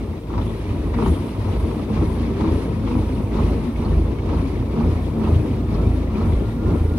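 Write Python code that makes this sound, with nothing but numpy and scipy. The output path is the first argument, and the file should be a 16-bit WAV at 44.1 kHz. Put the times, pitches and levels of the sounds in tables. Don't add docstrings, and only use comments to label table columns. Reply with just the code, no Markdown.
import sys
import numpy as np
from scipy import signal
from scipy.fft import rfft, irfft, next_fast_len
from scipy.io import wavfile
from scipy.ndimage import uniform_filter1d, map_coordinates

SR = 44100
rng = np.random.default_rng(int(sys.argv[2]) if len(sys.argv) > 2 else 0)


def generate_wav(signal):
    frames = np.transpose(np.atleast_2d(signal))
    scaled = np.clip(frames, -1, 1) * 32767
    pcm = np.round(scaled).astype(np.int16)
    wavfile.write(sys.argv[1], SR, pcm)


def elevation(decibels):
    levels = np.asarray(decibels, float)
    return 10 ** (levels / 20)


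N = 307818

# t/s, drive level/dB, treble level/dB
DRIVE = [(0, 0, -3), (.14, -6, 2), (.2, -2.5, -1), (.3, -5.5, -0.5), (.6, -2.5, 0.5), (.9, 0.5, 0.5),
         (1.3, -1.5, 2.5), (1.8, 0, 1), (2.3, 0.5, 0.5), (2.8, 0, 0), (3.2, 1, -0.5), (3.7, -1, 0.5),
         (4.2, -0.5, -1), (4.6, -0.5, -0.5), (5.5, 0.5, -1.5), (6.1, 0.5, -2.5), (6.6, -1, -1),
         (6.98, -1.5, -0.5)]


def starter(turns):
    return growl(turns) + rattle(turns) + hiss(turns) + whine()


# f/Hz, width f/Hz, level/dB
CASING = [(155.9, 23.8, -1), (221, 21.4, -3), (257.5, 31.8, -4.5), (312, 46.8, -3.5), (380, 80.3, -6),
          (479, 124, -8), (603, 284, -14.5)]


def growl(turns):
    casing_db = np.transpose(STROKES)[2]
    level_db = loaded(-27, "growl", 0.84 * casing_db)
    blows = .25 * knocks(turns, scatter_db=3, late_s=.003)
    scrape = gated(turns, depth_db=1.2, lead=.1) * elevation(1.3 * wobble(30))
    shaken = unit(filtered(blows + scrape, body(CASING, low_hz=120, high_hz=700)))
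    mesh = np.sin(2 * np.pi * 9 * turns + .7 * wobble(20)) * elevation(4 * wobble(8))
    return elevation(level_db + 0.5) * unit(shaken + .36 * mesh)


# f/Hz, width f/Hz, level/dB
GEAR = [(826, 226, -5), (974, 107, 0.5), (1085, 84, -2), (1283, 208, -8)]


def rattle(turns):
    gear_db = np.transpose(STROKES)[1]
    level_db = loaded(-42.5, "rattle", 1.22 * gear_db) + curves(DRIVE)[1]
    load = np.clip((level_db - np.median(level_db)) / 8, 0, 1)
    teeth = gated(turns, depth_db=.8 + 3.5 * load, lead=.3) * elevation(1.2 * wobble(45))
    ringing = unit(filtered(teeth, body(GEAR, low_hz=650, high_hz=1600)))
    return elevation(level_db) * ringing * elevation(-1.2 * load)


# f/Hz, level/dB
AIR = [(820, -88), (1400, -11), (1720, -10.5), (2250, -7), (2920, -12), (3800, -13.5), (4870, -19),
       (5720, -21), (7170, -28.5), (8000, -34), (10400, -42), (17600, -120)]


def hiss(turns):
    air_db = np.transpose(STROKES)[3]
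    level_db = loaded(-47, "hiss", 0.61 * air_db) + curves(DRIVE)[1]
    gusts_db = .5 * np.cos(2 * np.pi * turns) + .6 * wobble(14) + 1.1 * wobble(35)
    air = shaped(AIR) * elevation(gusts_db)
    return elevation(level_db) * unit(air + 0.5 * flecks(count=3000, cycles=10))


def flecks(count, cycles):
    luck = rng.random((count, 3))
    hz = 1600 * 4.4 ** luck[:, :1]
    t = np.arange(300) / SR
    size = elevation(along(AIR, hz) - 3.2 * np.log(luck[:, 1:2] + .015)) * np.sqrt(hz)
    fade = np.exp(-t * hz / cycles) * (1 - np.exp(-t / 0.00046))
    tones = size * np.sin(2 * np.pi * hz * t) * fade
    at = (luck[:, 2:] * N).astype(int) + np.arange(len(t))
    return unit(np.bincount(at.ravel(), tones.ravel(), minlength=N)[:N])


# t/s, f/Hz, level/dB
WHINE = [
    (0, 1350, -82),
    (5.4, 1460, -72),
    (5.8, 1343, -49),
    (6.1, 1363, -58),
    (6.4, 1400, -50),
    (6.98, 1396, -50),
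]


def whine():
    whine_hz, whine_db = curves(WHINE)
    tone = np.sin(2 * np.pi * np.cumsum(whine_hz + 14 * wobble(40)) / SR)
    return tone * elevation(whine_db - .5 + 3.5 * wobble(22))


# t/s, gear surge level/dB, casing surge level/dB, air surge level/dB, belt slip level/dB
STROKES = [(.37, 7.5, 6, 8.5, 7), (1.04, 3.5, 4.5, 6, 8), (1.5, 3, 3, 0.5, 3), (1.99, 4, 3.5, 3, 4),
           (2.46, 5.5, 5, 4.5, 6), (2.93, 2, 1.5, 2.5, 4), (3.409, 5, 5, 6, 5), (3.87, 4, 3.5, 2.5, 3),
           (4.33, 7, 4, 6.5, 4), (4.81, 6.5, 5.5, 3.5, 3), (5.26, 6, 5, 6, 6.5), (5.78, 4.5, 3.5, 2.5, 3),
           (6.21, 8, 5.5, 6, 6), (6.71, 5, 6, 2.5, 6)]
# delay t/s, rise t/s, fall t/s
SURGES = dict(growl=(.02, .065, .085), rattle=(.01, .065, .06), hiss=(-.02, .035, .17),
          slip=(.07, .04, .11))


def loaded(rest_db, layer, size_db):
    delay_s, rise_s, fall_s = SURGES[layer]
    at_s = np.transpose(STROKES)[0]
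    lull_s = .035
    hush_db = surge(at_s - .115, 2.2, lull_s, lull_s / 2)
    return rest_db + curves(DRIVE)[0] + surge(at_s + delay_s, size_db, rise_s, fall_s) - hush_db


# t/s, slow-down f/Hz
SHAFT = [(.33, 3), (.53, 4), (.9, 4), (1.49, 5), (1.98, 5), (2.42, 2), (2.9, 5), (3.38, 4.5), (3.86, 4.5),
         (4.33, 4), (4.81, 4.5), (5.26, 5), (5.76, 5), (6.22, 5), (6.5, 3), (6.7, 5)]


def shaft_turns(fall_s, rise_s):
    free_hz = 29
    t = np.arange(0, N, 64) / SR
    s, drop_hz = np.transpose(SHAFT)
    since = t[:, None] - s
    dips = drop_hz * np.exp(-np.abs(since) / np.where(since < 0, fall_s, rise_s))
    speed_hz = np.interp(np.arange(N) / SR, t, free_hz - dips.sum(axis=1))
    return np.cumsum(speed_hz + .5 * wobble(8)) / SR


# f/Hz, width f/Hz, level/dB
HULL = [(72.2, 14.6, -0.5), (102.2, 23.4, -0.5)]
# t/s, drone surge level/dB, thump surge level/dB, length t/s
HEAVES = [(0.412, 7, 3, 0.083), (1.092, 15, 1, 0.025), (1.594, 10, -1, 0.053), (2.063, 6, 8, 0.058),
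          (2.52, 12, 3, 0.029), (2.996, -1, 18, 0.033), (3.46, 17, 15, 0.044), (3.966, 20, 6, 0.1),
          (4.413, 9, 8, 0.047), (4.872, 5.5, 12, 0.086), (5.338, 1, 22.5, 0.039), (5.854, 10, 11, 0.072),
          (6.317, 17, 5.5, 0.041), (6.8, 9, 15, 0.099)]


def hull(turns):
    s, drone_surge_db, thump_surge_db, length_s = np.transpose(HEAVES)
    drone_db = -28 + np.array([1.1, -1.2]) @ curves(DRIVE) + 2 * wobble(9)
    drone_db += surge(s, drone_surge_db, length_s, length_s)
    thump_db = -27.5 + curves(DRIVE)[0] + 2.3 * wobble(16)
    thump_db += surge(s + 0.0042, thump_surge_db, length_s, length_s)

    loose = filtered(rng.standard_normal(N), body([(55.6, 31, 0)], low_hz=37.6, high_hz=91))
    drone = np.sin(4 * np.pi * turns + .45 * wobble(12)) * np.sqrt(2) + .6 * unit(loose)

    plates = body(HULL, low_hz=63.4, high_hz=216)
    push = knocks(turns, scatter_db=2, late_s=.0012) + .5 * rng.standard_normal(N)
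    thump = filtered(push, lambda f: plates(f) / (1 + (64 / (f + 1)) ** 8))

    pushes, busy = pounding()
    give_way = elevation(-11 * busy)
    return give_way * (elevation(drone_db) * unit(drone) + elevation(thump_db) * unit(thump)) + pushes


# first t/s, last t/s, hardest t/s, peak level/dB
POUNDING = [(2.045, 2.122, 2.06, -12.5), (2.488, 2.562, 2.525, -10.5), (4.371, 4.404, 4.405, -11),
            (5.025, 5.093, 5.056, -16), (2.967, 3.148, 3.007, -13.5), (3.41, 3.519, 3.45, -11.5),
            (3.829, 4.089, 4.0, -11.5), (4.842, 4.878, 4.875, -12), (4.928, 4.965, 4.93, -12.5),
            (5.253, 5.366, 5.331, -12), (5.803, 6.088, 5.88, -11), (6.299, 6.337, 6.3, -8.5),
            (6.743, 6.925, 6.82, -10)]


def pounding():
    turn_s, push_hz, push_s, fade_db = .037, 74, 0.0068, .9
    out, busy = np.zeros(N + SR), np.zeros(N)
    t = np.arange(-SR // 25, SR // 25) / SR
    swing = -np.cos(2 * np.pi * push_hz * t) * np.exp(-.5 * (t / push_s) ** 2)
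    for first, last, hardest, db in POUNDING:
        for s in np.linspace(first, last, round((last - first) / turn_s) + 1):
            start = round((s + t[0]) * SR)
            out[start:][:len(t)] += swing * elevation(db - fade_db * abs(s - hardest) / turn_s)
        busy[round((first - turn_s / 2) * SR):round((last + turn_s / 2) * SR)] = 1
    return out[:N], uniform_filter1d(busy, size=1200)


# t/s, peak level/dB, bright edge level/dB
TEETH = [(0.301, -28, -20), (0.337, -26, -21), (0.378, -23.5, -11), (0.939, -24, -8), (0.986, -17.5, -23),
         (1.022, -17.5, -22), (1.059, -17.5, -14), (1.478, -27, -22), (1.56, -32, -6), (1.711, -28, -17),
         (2.408, -21.5, -11), (2.443, -22, -19), (2.484, -27, -13), (2.624, -29, -17),
         (2.874, -23.5, -10.5), (2.912, -25.5, -8), (2.952, -23, -23), (3.355, -25, -14),
         (3.389, -18.5, -26), (3.845, -36, -38), (4.289, -23.5, -12), (4.762, -25.5, -23),
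         (4.999, -35, -18), (5.187, -41, -19), (5.238, -23, -19), (5.271, -24, -20), (5.75, -41, -11),
         (6.184, -30, -27), (6.22, -36, -22), (6.647, -35, -18)]


def tooth_knocks():
    gear = filtered(np.arange(N) == 0, body(GEAR, low_hz=700, high_hz=1720))[:SR // 20]
    t = np.arange(SR // 20) / SR
    blows, edges = np.zeros(N + SR), np.zeros(N + SR)
    for (s, db, edge_db), luck in zip(TEETH, rng.random((len(TEETH), 4))):
        bounce_s = np.array([0, .004 + .003 * luck[0], .011 + .004 * luck[1]])
        loss_db = np.array([2, 5 + 5 * luck[2], 4 + 6 * luck[3]])
        at = round(s * SR) + np.round(SR * bounce_s).astype(int)
        blows[at] += elevation(db - loss_db)
        fade_db = 60 * t / 0.098
        edges[at[0]:][:len(t)] += elevation(db + edge_db - fade_db) * rng.standard_normal(len(t))
    rings = signal.fftconvolve(blows, gear / np.abs(gear).max())[:N]
    return rings + elevation(10.5) * filtered(edges[:N], lambda f: elevation(along(AIR, f)))


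# t/s, f/Hz, level/dB, length t/s
THUDS = [(0.097, 78, -22, 0.042), (0.385, 87.6, -20.5, 0.087), (0.531, 108, -35, 0.078),
         (0.726, 97, -22.5, 0.059), (0.819, 75.6, -24.5, 0.057), (0.864, 90.5, -37, 0.059),
         (1.115, 69.6, -11.5, 0.027), (1.205, 84, -19, 0.032), (1.396, 104.0, -20.5, 0.034),
         (1.493, 95.2, -20, 0.072), (1.534, 92.4, -24, 0.069), (1.635, 74.8, -20, 0.066),
         (1.744, 113, -35, 0.048), (1.833, 91, -30, 0.039), (2.013, 91.4, -17.5, 0.061),
         (2.245, 106.6, -32, 0.039), (2.428, 65.4, -19.5, 0.034), (2.705, 106.2, -28, 0.071),
         (2.84, 102, -32, 0.055), (3.15, 113.7, -22, 0.072), (3.356, 99.7, -30, 0.063),
         (4.314, 76, -18, 0.0506), (4.55, 105.7, -25, 0.051), (4.624, 110, -22, 0.054),
         (4.797, 83.5, -34, 0.07), (5.14, 99, -28, 0.074), (5.545, 114.6, -24, 0.04),
         (5.751, 99.7, -25.5, 0.07), (6.211, 83, -22, 0.044), (6.477, 112, -26, 0.066),
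         (6.58, 105.4, -26, 0.065), (6.672, 96, -15, 0.03)]
# t/s, f/Hz, level/dB, length t/s
RINGS = [(0.397, 171.7, -27, 0.043), (0.677, 425.0, -32.5, 0.064), (0.995, 229, -25, 0.087),
         (1.01, 452, -29.5, 0.049), (1.078, 389.7, -27, 0.072), (1.089, 168, -18.5, 0.026),
         (1.119, 316, -21, 0.028), (1.931, 216.2, -23.5, 0.087), (2.047, 162.3, -25.5, 0.071),
         (2.207, 243.4, -25.5, 0.09), (2.237, 230.5, -24.5, 0.083), (2.353, 394, -28.5, 0.064),
         (2.436, 419.5, -29, 0.034), (2.443, 216, -20, 0.037), (2.473, 318.3, -21.5, 0.079),
         (2.578, 438, -28, 0.034), (2.903, 477, -30, 0.038), (2.941, 253.3, -19, 0.048),
         (2.986, 313, -24.5, 0.062), (3.39, 219.6, -20.5, 0.041), (3.457, 464, -29.5, 0.042),
         (3.461, 159, -23, 0.079), (3.461, 357.5, -25, 0.048), (3.682, 237.4, -19.5, 0.045),
         (3.805, 231.7, -24, 0.062), (3.843, 421.0, -32, 0.053), (3.929, 152.5, -21.5, 0.043),
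         (3.985, 312.0, -28, 0.064), (4.381, 171.2, -19.5, 0.037), (4.449, 275, -20, 0.049),
         (4.804, 228.5, -24, 0.087), (4.845, 243, -23.5, 0.034), (4.849, 167.7, -19, 0.037),
         (5.186, 223.7, -19.5, 0.057), (5.279, 217.0, -25, 0.035), (5.328, 162.5, -22, 0.042),
         (5.421, 307.6, -27, 0.099), (5.493, 257.6, -23.5, 0.057), (5.541, 152, -29, 0.06),
         (5.582, 234.7, -28.5, 0.072), (5.803, 160.6, -24, 0.059), (6.162, 213.7, -22, 0.07),
         (6.233, 229, -26.5, 0.084), (6.278, 154.5, -22, 0.057), (6.424, 422, -28.5, 0.034),
         (6.578, 237.6, -25, 0.078), (6.649, 305, -24.5, 0.032), (6.675, 366.5, -30, 0.039),
         (6.765, 166, -26, 0.036), (6.959, 236.5, -23.5, 0.034)]
# t/s, f/Hz, level/dB, length t/s
TICKS = [(0.419, 3580.0, -48, 0.012), (0.485, 3460.0, -50, 0.027), (0.697, 2550, -47, 0.01),
         (0.951, 2560, -49, 0.028), (0.954, 1850.0, -42, 0.026), (1.03, 3900.0, -53, 0.015),
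         (1.057, 2290.0, -48, 0.019), (1.06, 3100, -48, 0.043), (1.07, 3860.0, -49, 0.017),
         (1.075, 6770.0, -55, 0.019), (1.099, 5920.0, -62, 0.017), (1.152, 3250.0, -44, 0.013),
         (1.491, 5670.0, -57, 0.022), (1.533, 2880.0, -46, 0.017), (1.76, 1920.0, -50, 0.012),
         (1.938, 5400, -63, 0.014), (1.978, 5460.0, -62, 0.025), (2.448, 2690.0, -51, 0.012),
         (2.562, 2310.0, -50, 0.019), (2.594, 6270.0, -67, 0.014), (2.918, 2670.0, -50, 0.017),
         (2.985, 6190.0, -65, 0.013), (2.988, 4560.0, -59, 0.013), (3.319, 1920.0, -43, 0.011),
         (3.397, 6860.0, -58, 0.011), (3.427, 2230.0, -47, 0.016), (3.472, 6250.0, -64, 0.011),
         (3.762, 2160, -46, 0.0097), (3.854, 4270.0, -49, 0.014), (3.929, 1850.0, -46, 0.013),
         (4.078, 3480.0, -54, 0.02), (4.187, 2230.0, -47, 0.016), (4.297, 2280, -47, 0.019),
         (4.354, 4110.0, -52, 0.017), (4.372, 3170.0, -56, 0.013), (4.378, 6730.0, -67, 0.013),
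         (4.431, 3880.0, -57, 0.011), (4.484, 4360.0, -59, 0.02), (4.803, 4400, -54, 0.019),
         (4.834, 2210.0, -51, 0.016), (4.972, 4480.0, -59, 0.017), (5.247, 2620, -46, 0.023),
         (5.347, 3270.0, -47, 0.013), (5.746, 4200, -52, 0.012), (5.749, 5300, -52, 0.0088),
         (6.156, 2420, -48, 0.012), (6.299, 2380, -48, 0.011), (6.343, 3320, -53, 0.037),
         (6.517, 3660, -52, 0.019), (6.741, 2240, -48, 0.023)]


def loose_metal():
    thuds = bursts(THUDS, -2.0, 0.59, unsteady=0.031)
    rings = bursts(RINGS, -2.2, 0.89, unsteady=0.024)
    ticks = bursts(TICKS, 1, .5, unsteady=.015, grain=.9)
    return thuds + rings + ticks


def panel_hum():
    level_db = -33 + curves(DRIVE)[0] + 1.9 * wobble(5)
    return elevation(level_db) * np.sin(2 * np.pi * np.cumsum(220.5 + 4 * wobble(15)) / SR)


# f/Hz, level/dB
RUB = [(4590, -35), (7800, -5), (8770, 1.5), (10000, 5), (12000, -3.5), (15600, -31), (22000, -120)]


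def belt():
    slip_db = np.transpose(STROKES)[4]
    level_db = loaded(-60.5, "slip", 0.74 * slip_db) + 1.4 * curves(DRIVE)[1]
    return elevation(level_db) * unit(shaped(RUB) * elevation(0.88 * wobble(25) + 0.86 * wobble(12)))


# t/s, f/Hz, level/dB, length t/s
SQUEAKS = [(0.453, 10300.0, -68, 0.081), (0.453, 11700.0, -71, 0.073), (0.456, 11000.0, -68, 0.081),
           (1.07, 10700, -61, 0.051), (1.094, 10100, -58, 0.05), (1.102, 11300.0, -69, 0.062),
           (1.598, 9770.0, -66, 0.043), (1.614, 11600.0, -75, 0.07), (1.682, 10200.0, -70, 0.047),
           (1.83, 10200.0, -75, 0.066), (2.045, 9690.0, -77, 0.055), (2.065, 8890.0, -78, 0.043),
           (2.088, 10400.0, -70, 0.096), (2.151, 10900.0, -71, 0.036), (2.161, 10200, -64, 0.07),
           (2.537, 10400.0, -68, 0.088), (2.537, 10700.0, -71, 0.051), (2.57, 9950.0, -71, 0.118),
           (2.699, 9980.0, -68, 0.055), (2.982, 10100, -62, 0.058), (3.001, 11400.0, -73, 0.066),
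           (3.122, 10100.0, -70, 0.092), (3.448, 10300, -68, 0.04), (3.483, 11500.0, -78, 0.073),
           (3.513, 10600.0, -66, 0.066), (3.633, 10100.0, -82, 0.088), (3.908, 10100, -67, 0.062),
           (3.994, 10200.0, -66, 0.047), (4.378, 9980.0, -73, 0.088), (4.436, 10200.0, -71, 0.114),
           (4.436, 10800.0, -72, 0.062), (4.879, 9940.0, -71, 0.051), (4.933, 11000.0, -75, 0.047),
           (4.937, 10800.0, -75, 0.062), (5.358, 10700.0, -71, 0.043), (5.412, 10200.0, -69, 0.085),
           (5.461, 10200.0, -72, 0.085), (5.758, 9960.0, -70, 0.118), (5.837, 9930.0, -69, 0.073),
           (5.962, 9940.0, -62, 0.047), (6.278, 9970.0, -71, 0.081), (6.303, 9440.0, -72, 0.04),
           (6.362, 10100.0, -70, 0.062), (6.407, 9450.0, -72, 0.04), (6.744, 9900, -68, 0.077),
           (6.907, 10100.0, -70, 0.058)]


def belt_squeaks():
    return bursts(SQUEAKS, 1.5, .9, unsteady=.004, grain=.5) * np.array([[1], [.9]])


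# f/Hz, likeness [0-1]
ALIKE = [(40, 1), (80, 1), (160, 0.97), (330, 0.96), (700, 0.78), (1400, 0.46), (2800, 0.21), (5000, 0.026),
         (10000, 0.2)]
# f/Hz, lead [radians]
LEAD = [(40, 0), (300, -.08), (1120, .25), (1890, -.9), (2670, -.3), (3620, -.9), (6200, -.6),
        (10200, -1.1)]


def deck(x):
    opposite = np.array([[1], [-1]])
    hz, _, z = signal.stft(x, SR, nperseg=1024, noverlap=512)
    field = rng.random((2, *z.shape)) - .5
    steady = uniform_filter1d(uniform_filter1d(field, size=5, axis=1), size=4, axis=2)
    dense = uniform_filter1d(field, size=2, axis=2)
    re, im = np.where(hz[:, None] < 1100, steady, dense)
    phase = (re + 1j * im) / (np.hypot(re, im) + 1e-9)
    turn = np.arccos(np.clip(along(ALIKE, hz), 0, 1))[:, None] / 2
    side = signal.istft(z * np.sin(turn) * phase, SR, nperseg=1024, noverlap=512)[1][:N] * 1.46

    def direct(f):
        lag = 1 + 1j * np.tan(along(LEAD, f) / 2) * opposite
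        return lag * np.sqrt((1 + np.clip(along(ALIKE, f), 0, 1)) / 2)

    return filtered(x, direct) + side * opposite


# f/Hz, level/dB
LEAVES = [(2940, 0.5), (5000, 0), (7750, -4), (8740, 3), (10100, -7.5), (12500, -2.5), (14800, -1),
          (15800, -8)]


def leaves():
    pair = filtered(rng.standard_normal((2, N)), lambda hz: elevation(along(LEAVES, hz)))
    return elevation(-59.5 + 1.2 * wobble(1.16)) * unit(pair)


def knocks(turns, scatter_db, late_s):
    at = np.flatnonzero(np.diff(np.floor(turns)) > 0)
    luck = rng.standard_normal((len(at), 2))
    late = np.round(luck[:, 0] * late_s * SR).astype(int)
    blows = np.zeros(N)
    blows[np.clip(at + late, 0, N - 1)] = elevation(scatter_db * luck[:, 1])
    return unit(blows)


def gated(turns, depth_db, lead):
    return elevation(depth_db * (1 - 2 * ((turns + lead) % 1))) * rng.standard_normal(N)


def bursts(rows, gain_db, rise, unsteady, grain=0):
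    out = np.zeros(N + SR)
    for s, hz, db, length_s in rows:
        half = round(1.5 * length_s * SR)
        u = np.arange(-half, half) / (length_s * SR) + (1 - rise) / 4
        shape = np.exp(-2.3 * (u / np.where(u < 0, rise, 2 - rise)) ** 2)
        bend = np.interp(u, np.linspace(u[0], u[-1], 9), rng.standard_normal(9))
        wave = np.sin(2 * np.pi * np.cumsum(hz * (1 + unsteady * bend)) / SR)
        tone = elevation(db + gain_db) * np.sqrt(2) * shape * wave
        rough = np.interp(u, u[::30], rng.standard_normal(len(u[::30])))
        tone *= np.cos(grain) + np.sin(grain) * rough * 1.2
        start = round(s * SR) - len(u) // 2
        out[max(start, 0):start + len(u)] += tone[max(-start, 0):]
    return out[:N]


def surge(at_s, size_db, rise_s, fall_s):
    t = np.arange(0, N, 128) / SR
    since = t[:, None] - at_s
    bells = size_db * np.exp(-.5 * (since / np.where(since < 0, rise_s, fall_s)) ** 2)
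    return np.interp(np.arange(N) / SR, t, bells.max(axis=1))


def body(modes, low_hz, high_hz):
    def response(f):
        ring = 0
        for k, (centre, width, db) in enumerate(modes):
            mode = 1j * f * width / (centre * centre - f * f + 1j * f * width)
            ring = ring + (-1) ** k * elevation(db) * mode
        return ring * (1j * f / (low_hz + 1j * f)) ** 2 / (1 + 1j * f / high_hz) ** 2
    return response


def shaped(spectrum):
    return unit(filtered(rng.standard_normal(N), lambda hz: elevation(along(spectrum, hz))))


def filtered(x, response):
    m = next_fast_len(N + SR // 2)
    return irfft(rfft(x, m) * response(np.fft.rfftfreq(m, 1 / SR)), m)[..., :N]


def wobble(rate):
    at = np.arange(0, N + 32, 32)
    knots = rng.standard_normal(int(N * rate / SR) + 4)
    return np.interp(np.arange(N), at, map_coordinates(knots, [at * rate / SR]))


def curves(rows):
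    s, *cols = np.transpose(rows)
    return [np.interp(np.arange(N) / SR, s, c) for c in cols]


def along(points, hz):
    f, v = np.transpose(points)
    return np.interp(np.log(hz + 1), np.log(f + 1), v)


def unit(x):
    return x / np.sqrt(np.mean(x ** 2) + 1e-20)


# t/s, depth level/dB, fall t/s, recovery t/s
STUMBLE = (0.2, 12, 0.014, 0.025)


def scene():
    turns = shaft_turns(fall_s=.06, rise_s=.11)
    stumble_db = surge(*STUMBLE)
    low = elevation(-stumble_db) * (hull(turns) + loose_metal() + panel_hum())
    cranking = elevation(-.4 * stumble_db) * starter(turns)
    engine = deck(low + cranking + tooth_knocks() + belt())
    return engine + belt_squeaks() + leaves()


def low_pass(x):
    return signal.sosfilt(signal.butter(12, 16220, fs=SR, output="sos"), x)


# f/Hz, level/dB
TILT = [(60, 0), (150, 1), (380, 1.0), (950, 2.5), (2380, 1.0), (9000, 1.3), (15000, 7.5)]


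def record(dry):
    def ports(hz):
        return elevation(along(TILT, hz) * np.array([[.5], [-.5]])) * (hz < 15770)
    return low_pass(filtered(dry, ports))


dry = scene()
out = record(dry)
generate_wav(out)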